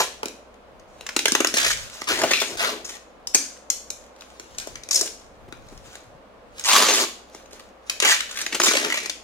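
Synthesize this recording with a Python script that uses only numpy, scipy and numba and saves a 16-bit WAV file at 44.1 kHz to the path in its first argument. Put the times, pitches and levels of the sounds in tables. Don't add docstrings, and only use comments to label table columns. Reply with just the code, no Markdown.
import sys
import numpy as np
from scipy import signal
from scipy.fft import rfft, irfft, next_fast_len
from scipy.io import wavfile
from scipy.ndimage import uniform_filter1d
from numba import njit

SR = 44100
rng = np.random.default_rng(int(sys.argv[2]) if len(sys.argv) > 2 else 0)


def master(y):
    cut = np.clip(np.atleast_2d(y).T, -1, 1)
    pcm = np.round(cut * 32767)
    wavfile.write(sys.argv[1], SR, pcm.astype(np.int16))


N = 407043


def undb(db):
    return 10 ** (np.asarray(db) / 20)


def unit(x):
    return x / np.sqrt(np.mean(x ** 2))


def colour(x, points):
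    size = next_fast_len(x.shape[-1])
    hz, gain_db = np.transpose(points)
    log_bins = np.log(np.arange(size // 2 + 1) * SR / size + 1)
    gain = undb(np.interp(log_bins, np.log(hz), gain_db))
    return irfft(rfft(x, size) * gain, size)[..., :x.shape[-1]]


def walk(rate_hz):
    k = int(SR / rate_hz)
    steps = np.repeat(rng.standard_normal(N // k + 1), k)
    return 1.2 * uniform_filter1d(steps, k)[:N]


def hump(peak_s, peak_db, rise_db_per_s, hold_s, fall_db_per_s):
    t = np.arange(N) / SR - peak_s
    rise = np.minimum(t, 0) * rise_db_per_s
    fall = np.maximum(t - hold_s, 0) * fall_db_per_s
    return undb(peak_db + rise - fall)


@njit
def ring(x, hz, q):
    y, band, low = np.empty(len(x)), 0., 0.
    for i in range(len(x)):
        g = np.tan(np.pi * hz[i] / SR)
        v = (band + g * (x[i] - low)) / (1 + g * (g + 1 / q))
        band, low, y[i] = 2 * v - band, low + 2 * g * v, v / q
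    return y


def fixed_ring(x, hz, q):
    return ring(x, np.full(len(x), 1. * hz), 1. * q)


# hz, shape_db (relative)
AIR_SPECTRUM = [(15, -69), (25, -2), (65, -29.5), (163, -19.5), (202, -5.5), (367, -9.5), (536, -2.5),
                (948, -11), (1060, -9.5), (1970, -19), (2140, -18.5), (3040, -22.5), (16400, -47.5)]
AIR_RMS_DB = -49


def fan_air():
    common, apart = rng.standard_normal(N), rng.standard_normal((2, N))
    low = signal.butter(2, 900, fs=SR, output="sos")
    air = signal.sosfilt(low, common + .5 * apart) + apart - signal.sosfilt(low, apart)
    return undb(AIR_RMS_DB + 0.11 * walk(1.5)) * unit(colour(air, AIR_SPECTRUM))


FAN_HZ, FAN_DB = 60.6, -62


def fan_hum():
    level = undb(FAN_DB + 1.5 * walk(12))
    port_gain = [[1.4], [1.1]]
    return level * np.sin(2 * np.pi * FAN_HZ * np.arange(N) / SR) * port_gain


# peak_s, level_db (before flutter and port gain)
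RUMBLES = [(0.0, -56), (1.0, -55), (1.54, -63), (1.75, -47), (1.98, -66.5), (2.23, -43.5), (2.55, -54),
           (4.7, -51), (5.1, -59), (5.42, -48), (5.76, -45.5), (6.1, -55.5), (6.6, -62), (8.07, -64)]
RUMBLE_RISE_DB_PER_S, RUMBLE_FALL_DB_PER_S, RUMBLE_REST_DB = 79, 86, -64


def rumble():
    shifts = sum(hump(s, db, RUMBLE_RISE_DB_PER_S, 0, RUMBLE_FALL_DB_PER_S) for s, db in RUMBLES)
    thuds = unit(colour(rng.standard_normal((2, N)),
                        [(12, -24.0), (30, 11.5), (70, 5.5), (150, 6.0), (320, -37.5)]))
    flutter = undb(3 * walk(14))
    return thuds * flutter * (shifts + undb(RUMBLE_REST_DB)) * undb([[0], [-3.5]])


DULL_PER_SPAN_DB, DULL_DB_PER_OCTAVE = 0.45, -5


def dullness(span_db, span_hz):
    return DULL_PER_SPAN_DB * span_db + DULL_DB_PER_OCTAVE * np.log2(span_hz / 1500)


# time_s, film_db, span_db (rel. film), span_hz (before wander), drum_db (rel. 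film)
PEEL_RUNS = [ ((325, 345, 0), [(0.0, -18.5, -6, 1580, -1), (0.09, -54.5, -8, 2100, -16)]), ((64, 530, 1),
             [(1.54, -24, -17, 1890, -19), (1.596, -28, -1.5, 1750, -19), (1.662, -24, -3, 1730, -12),
             (1.74, -28.5, -9.5, 2110, -36)]), ((136, 330, 0), [(2.07, -48.5, 13, 1500, -11),
             (2.094, -27.5, 4.5, 1410, -1.5), (2.156, -34, 2, 1670, -1.5), (2.248, -39.5, -1.5, 1300, 12.5),
             (2.356, -38.5, 10, 2840, -27), (2.44, -34, -9, 1760, -10), (2.56, -42.5, -12, 1760, 5)]),
             ((102, 370, 0.76), [(2.57, -37, -5, 1560, -7), (2.602, -33.5, 9, 1550, -2),
             (2.696, -39.5, 9, 1150, 5.5), (2.834, -70.5, -4, 1390, 20.5)]), ((68, 530, -2.9),
             [(2.845, -37.5, -14, 1750, -14), (2.97, -45, -4, 1880, -8)]), ((60, 280, -0.5),
             [(4.91, -29.5, -19, 1590, -26), (4.946, -15.5, -32, 2170, -27.5), (5.036, -33, -25, 1740, -8),
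             (5.08, -35, -7, 1540, -15)]), ((105, 370, -2.2), [(6.645, -26, -11, 1050, -42),
             (6.693, -19.5, -2, 1030, -32), (6.749, -20.5, 3, 1125, -9), (6.857, -22.5, -2, 1140, -6.5),
             (6.949, -19, -9.5, 1160, -11.5), (7.05, -31, -0.5, 1120, -4)]), ((164, 390, -2.5),
             [(8.02, -42, 14, 1600, -3), (8.048, -25.5, 3.5, 1610, -3.5), (8.116, -18, -0.5, 1820, -37),
             (8.17, -37, 2, 2000, -19)]), ((61, 500, 3.5), [(8.29, -52.5, 2.5, 1700, -26),
             (8.406, -35, -1, 1690, -10.5), (8.488, -60, -15, 2150, -1), (8.558, -37, 4, 1720, 4),
             (8.58, -48, -7, 1890, -7)]), ((64, 380, -3), [(8.598, -29, -9, 1820, -2),
             (8.648, -19.5, -12, 1450, -19), (8.734, -26.5, -5, 1870, -12), (8.868, -39, 2.5, 1770, 4),
             (8.964, -37, 1, 2320, -10), (9.06, -44, -3, 2370, -4)]), ]
DRUM_START, DRUM_SAG_S = 1.2, 0.06
SLIP_MS = 3.7


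def rips():
    t = np.arange(N) / SR
    drive = np.zeros((4, N))
    hz = np.ones((2, N)) * [[1500.], [400.]]
    uneven = 1 + 0.09 * walk(50)
    for (slips_per_s, drum_hz, dull_db), course in PEEL_RUNS:
        time_s, *columns = np.transpose(course)
        on = slice(int(time_s[0] * SR), int(time_s[-1] * SR))
        film_db, span_db, span_hz, drum_db = (np.interp(t[on], time_s, c) for c in columns)
        hz[0, on] = span_hz
        hz[1, on] = drum_hz * (1 + DRUM_START * np.exp(-(t[on] - time_s[0]) / DRUM_SAG_S))
        cycles = np.cumsum(slips_per_s * uneven[on] / SR)
        size = undb(2.0 * rng.standard_normal(300))[cycles.astype(int)]
        age = cycles % 1 / slips_per_s / (SLIP_MS / 1000)
        slips = 0.044 + size * age * np.exp(-age)
        dull_film_db = film_db + dull_db + dullness(span_db, span_hz)
        levels_db = [film_db, dull_film_db, film_db + span_db, film_db + drum_db]
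        drive[:, on] = undb(levels_db) * unit(slips)
    return drive, hz


# start_s, film_db (pulse scale), span_db (rel. film), span_hz (before wander), drum_db (rel. film)
LONE_SNAPS = [(0.2308, -30, 5.5, 872, 6), (0.2566, -16.5, -12.5, 1230, -16),
              (0.2832, -19.5, -15, 1620, -20), (0.541, -45, -10, 2500, -25), (0.796, -42, -10, 2000, -25),
              (1.009, -34, -2.5, 2730, -12), (1.0646, -20.5, -8, 1570, -34), (1.0896, -23, -3, 1610, -25),
              (1.1639, -4, -12.5, 1540, -23.5), (1.1904, -8, -10, 2600, -27), (1.2553, -4, -7, 2160, -20.5),
              (1.281, -6.5, -14, 1550, -25), (1.32, -3, -18.5, 1270, -16), (1.3504, -6, -3.5, 1300, -19),
              (1.4033, -9, -3, 1250, -10.5), (1.4464, -7.5, -0.5, 1310, -17),
              (1.4705, -6.5, -23, 1280, -31), (1.54, -11.5, -9, 2950, -15), (1.568, -8.5, -6, 1830, -30),
              (1.582, -10, -4, 1830, -28), (1.704, -13.5, -8.5, 1760, -49), (2.0171, -24, 2.5, 1180, -14),
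              (2.075, -25, -3, 1210, -17), (2.188, -24, 1, 1190, -12), (2.216, -19, 2.5, 1210, -14),
              (2.2347, -18, 3, 1230, -3), (2.308, -13.5, -2, 1920, -11.5), (2.3339, -21.5, 8, 2550, -14.5),
              (2.4004, -27, 3, 3760, -34), (2.4153, -22, 3.5, 1340, -4), (2.851, -25, -30, 1740, -22),
              (2.8933, -22.5, -17, 1470, -33), (3.271, -13.5, -32, 1020, -32),
              (3.3458, 1.5, -26.5, 2580, -28.5), (3.7014, -1.5, -22.5, 2000, -45.5),
              (3.903, -11, -28.5, 2330, -38), (4.2206, -48, 14, 1120, 3), (4.397, -22, -12, 1910, -14.5),
              (4.584, -11, -21, 2440, -35), (4.6715, -24, -22, 1080, -15.5), (4.7551, -26.5, -5, 1850, -23),
              (4.8352, -24.5, -12.5, 2460, -29), (4.888, -19.5, -17, 2400, -29.5),
              (4.9091, -8.5, -23, 1190, -36), (5.0103, -7.5, -47, 2590, -21),
              (5.5245, -39.5, 11, 1060, -2.5), (5.954, -31, -9, 1600, -12.5), (6.6388, -18, -18, 1980, -46),
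              (7.3474, -31, -9, 1100, -4), (7.53, -37, -2, 920, -11), (7.5969, -41.5, 9, 1340, -12),
              (7.897, -7, -10, 2140, -30), (8.001, -5.5, -10.5, 1630, -38), (8.0236, -6.5, -9, 1560, -20.5),
              (8.0478, -9, -6, 1520, -35), (8.2051, -17, -2.5, 2030, -40), (8.3097, -24, -22, 1040, -37),
              (8.361, -26, -20, 1650, -33), (8.414, -12, -13, 1560, -41), (8.4634, -12.5, -8, 2110, -23),
              (8.524, -22, -1, 2020, -22), (8.545, -12, -16, 1590, -21), (8.5994, -14.5, -4, 1530, -21.5),
              (8.6167, -22, 4.5, 2480, -17), (8.6342, -10, -10.5, 1090, -20),
              (8.6655, -8, -9.5, 1050, -22.5), (8.6807, -13.5, -4, 2460, -16), (8.71, -11, -7, 1510, -16),
              (8.735, -15, -3, 1610, -12), (8.7514, -17, -9, 2130, -12), (8.769, -12, -1.5, 1970, -15),
              (8.8464, -22, 7, 1820, -11), (8.8595, -24.5, -7, 1970, -9), (8.9002, -31.5, 11.5, 1970, -25),
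              (8.9227, -25, 5, 2110, -17), (8.941, -25, -4, 2300, -21), (8.972, -23, 1, 2300, -12),
              (9.058, -13.5, -11.5, 2320, -30), (9.0958, -18.5, -5.5, 2790, -20)]
SNAP_DECAY_MS, SNAP_DECAY_SPREAD = 2.08, 0.35
SNAP_DRUM_HZ, SNAP_DRUM_SPREAD = 371, .15
SNAP_DULL_DB = -1.5
SPAN_PUSH_DB, DRUM_PUSH_DB = 6.26, 11.85


def snaps(hz, running):
    drive, hz = np.zeros((4, N)), hz.copy()
    chances = rng.standard_normal((len(LONE_SNAPS), 2))
    for (start_s, film_db, span_db, span_hz, drum_db), (decay_chance, drum_chance) in zip(LONE_SNAPS, chances):
        a = int(start_s * SR)
        slow = 1.7 if running[a - 200] else 1
        decay_s = slow * SNAP_DECAY_MS * np.exp(SNAP_DECAY_SPREAD * decay_chance) / 1000
        age = np.arange(min(2000, N - a)) / (decay_s * SR)
        pulse = (1 - np.exp(-2.5 * age / slow)) * np.exp(-age)
        dull_db = SNAP_DULL_DB + dullness(span_db, span_hz)
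        relative_db = np.array([[0], [dull_db], [span_db + SPAN_PUSH_DB], [drum_db + DRUM_PUSH_DB]])
        drive[:, a:a + 2000] += undb(film_db + relative_db) * pulse
        hz[0, a:a + 600] = span_hz
        hz[1, a:a + 2000] = SNAP_DRUM_HZ * np.exp(SNAP_DRUM_SPREAD * drum_chance)
    return drive, hz


# peak_s, level_db (before pops and flutter), swell_s, hold_s
RUSTLES = [(0.882, -65, .02, .02), (1.024, -58.5, 0.11, 0.12), (1.77, -46.5, .02, 0.23),
           (3.34, -41, .004, 0.0034), (4.25, -61, 0.48, 0.33), (4.582, -49, .01, 0.046),
           (5.2, -67.5, .05, .01), (5.522, -70, 0.046, .01), (5.927, -55, 0.55, 0.0086),
           (6.59, -49.5, 0.093, .04), (7.363, -53, 0.11, 0.0087), (7.528, -58, 0.011, 0.04),
           (7.874, -53, .03, 0.0092)]
RUSTLE_SWELL_DB, RUSTLE_FALL_DB_PER_S = 25.5, 127
POPS_PER_S, POP_DECAY_MS, POP_DB = 35, 1.4, 12


def rustle():
    hiss = sum(hump(s, db, RUSTLE_SWELL_DB / swell_s, hold_s, RUSTLE_FALL_DB_PER_S)
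               for s, db, swell_s, hold_s in RUSTLES)
    pops = (rng.random(N) < POPS_PER_S / SR) * rng.exponential(size=N)
    pops = signal.lfilter([1], [1, -np.exp(-1000 / (POP_DECAY_MS * SR))], pops)
    effort = hiss * (1 + undb(POP_DB) * pops)
    slack_span = undb(-4.0) * np.minimum(effort, undb(-45.0))
    return np.array([effort, undb(-3.0) * effort, slack_span]) * undb(3.0 * walk(25))


def crackle(spread_db):
    size = np.minimum(rng.exponential(size=N // 12 + 1), 3)
    grain_gain = np.repeat(undb(spread_db * size), 12)[:N]
    return unit(rng.standard_normal((4, N)) * grain_gain)


# hz, shape_db (relative)
FILM_SPECTRUM = [(2500, -28), (4300, -5), (5300, 0.5), (6700, 6.5), (7800, -3), (10000, -7.5),
                 (14300, -22.5), (16400, -66)]
# centre_hz, q, gain_db
PAPERY_RINGS = [(5300, 55, 13), (8400, 35, -0.5), (12500, 2.7, -17)]


def thin_film(drive, span_drive, grains):
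    thin = colour(drive * grains, FILM_SPECTRUM) / np.std(colour(grains, FILM_SPECTRUM))
    loose = drive ** 2 / (drive + 3 * span_drive + 1e-9) * grains
    return thin + sum(undb(db) * fixed_ring(loose, hz, q) for hz, q, db in PAPERY_RINGS)


def dull_film(push):
    return 4.09 * fixed_ring(push, 3500, 1.33)


def free_span(pull, hz):
    hz = np.clip(hz * (1 + 0.03 * walk(40)), 600, 4000)
    broad = ring(ring(pull, 1.12 * hz, 0.63), 1.06 * hz, 0.55)
    return 3.3 * broad + 6.1 * ring(pull, hz, 9.0)


# centre_hz, width_hz, level_db (relative)
PARCEL_MODES = [(272, 33, -6), (405, 19, -7.5), (554, 160, -7)]


def drumming(push, strip_hz):
    parcel = 9.1 * sum(undb(db) * fixed_ring(push, hz, hz / width_hz) for hz, width_hz, db in PARCEL_MODES)
    return parcel + 11.04 * ring(push, np.clip(strip_hz, 150, 1200), 2.2)


def tape():
    steady, hz = rips()
    lone, (span_hz, drum_hz) = snaps(hz, steady[0] > 0)
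    drive = steady + lone
    drive[:3] += rustle()
    grains = crackle(0.9)
    push = drive * grains
    voices = thin_film(drive[0], drive[2], grains[0]) + dull_film(push[1])
    voices = voices + free_span(push[2], span_hz) + drumming(push[3], drum_hz)
    return signal.sosfilt(signal.butter(4, 190, "high", fs=SR, output="sos"), voices)


EARLY_T60_S, EARLY_DB = 0.018, -5


def nearby(x):
    fade = np.exp(-np.log(1000) * np.arange(1500) / SR / EARLY_T60_S)
    hop = 1024
    out, padded = np.zeros((2, N + 4 * hop)), np.pad(x, (0, 2 * hop))
    for a in range(0, N, hop):
        piece = padded[None, a:a + 2 * hop] * signal.get_window("hann", 2 * hop)
        echo = signal.fftconvolve(piece, rng.standard_normal((2, 1500)) * fade, axes=1)
        out[:, a:a + echo.shape[1]] += echo
    out = signal.sosfilt(signal.butter(1, 600, "high", fs=SR, output="sos"), out[:, :N])
    return undb(EARLY_DB) * out / np.sqrt(np.sum(fade ** 2))


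# centre_hz, t60_s, level_db (relative), alike_share (power common to both ports)
ROOM_BANDS = [(300, 0.5, -10.5, 1), (1015, 0.18, -11.5, 0.92), (2980, 0.44, -6.5, 0.0062),
              (7000, 0.45, -11.5, 0.17), (12400, 0.3, -6, 0.022)]


def room(x):
    t = np.arange(SR // 2) / SR
    tail = 0
    for hz, t60_s, db, alike in ROOM_BANDS:
        common, left, right = (fixed_ring(v, hz, 0.81) for v in rng.standard_normal((3, len(t))))
        band = np.sqrt(alike) * common + np.sqrt(1 - alike) * np.array([left, right])
        fade = np.exp(-np.log(1000) * t / t60_s)
        tail = tail + undb(db) * band * fade / np.sqrt(np.sum(fade ** 2))
    tail[:, :150] = 0
    return signal.fftconvolve(x[None], tail, axes=1)[:, :N]


# start_s, level_db (nominal peak), ring_hz
PARCEL_BUMPS = [(5.306, -53, 91), (5.399, -48, 72.7), (5.475, -39.5, 274), (5.654, -42.5, 135),
                (5.714, -39.5, 240), (6.058, -46, 93.6), (6.138, -49, 147)]


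def bumps():
    push, hz = np.zeros(N), np.full(N, 150.)
    for start_s, level_db, ring_hz in PARCEL_BUMPS:
        a = int(start_s * SR)
        push[a:a + 1200] += undb(level_db + 23.0) * np.hanning(1200)
        hz[a:a + 3000] = ring_hz
    return ring(push * rng.standard_normal(N), hz, 3.7)


# time_s, left_minus_right_db
HAND_SIDE = [(0.0, 1), (1.88, 1), (2.18, 2.5), (5.27, 2), (5.53, 4), (6.58, 0.5), (9.23, 2)]
PORT_LAG_SAMPLES, LAG_SPREAD_SAMPLES = 6, 3


def scene():
    peel = tape()
    pan_db = np.interp(np.arange(N) / SR, *np.transpose(HAND_SIDE))
    lag = np.round(PORT_LAG_SAMPLES + LAG_SPREAD_SAMPLES * walk(6)).astype(int)
    late = np.clip(np.arange(N) - lag, 0, N - 1)
    direct = np.array([peel, peel[late]])
    side_gain = undb(np.array([pan_db, -pan_db]) / 2)
    parcel_work = (undb(-3.0) * direct + nearby(peel) + room(peel)) * side_gain
    return parcel_work + bumps() + fan_air() + fan_hum() + rumble()


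TOP_HZ = 15900


def record(dry):
    return signal.sosfilt(signal.ellip(8, .2, 70, TOP_HZ, fs=SR, output="sos"), np.tanh(dry))


dry = scene()
out = record(dry)
master(out)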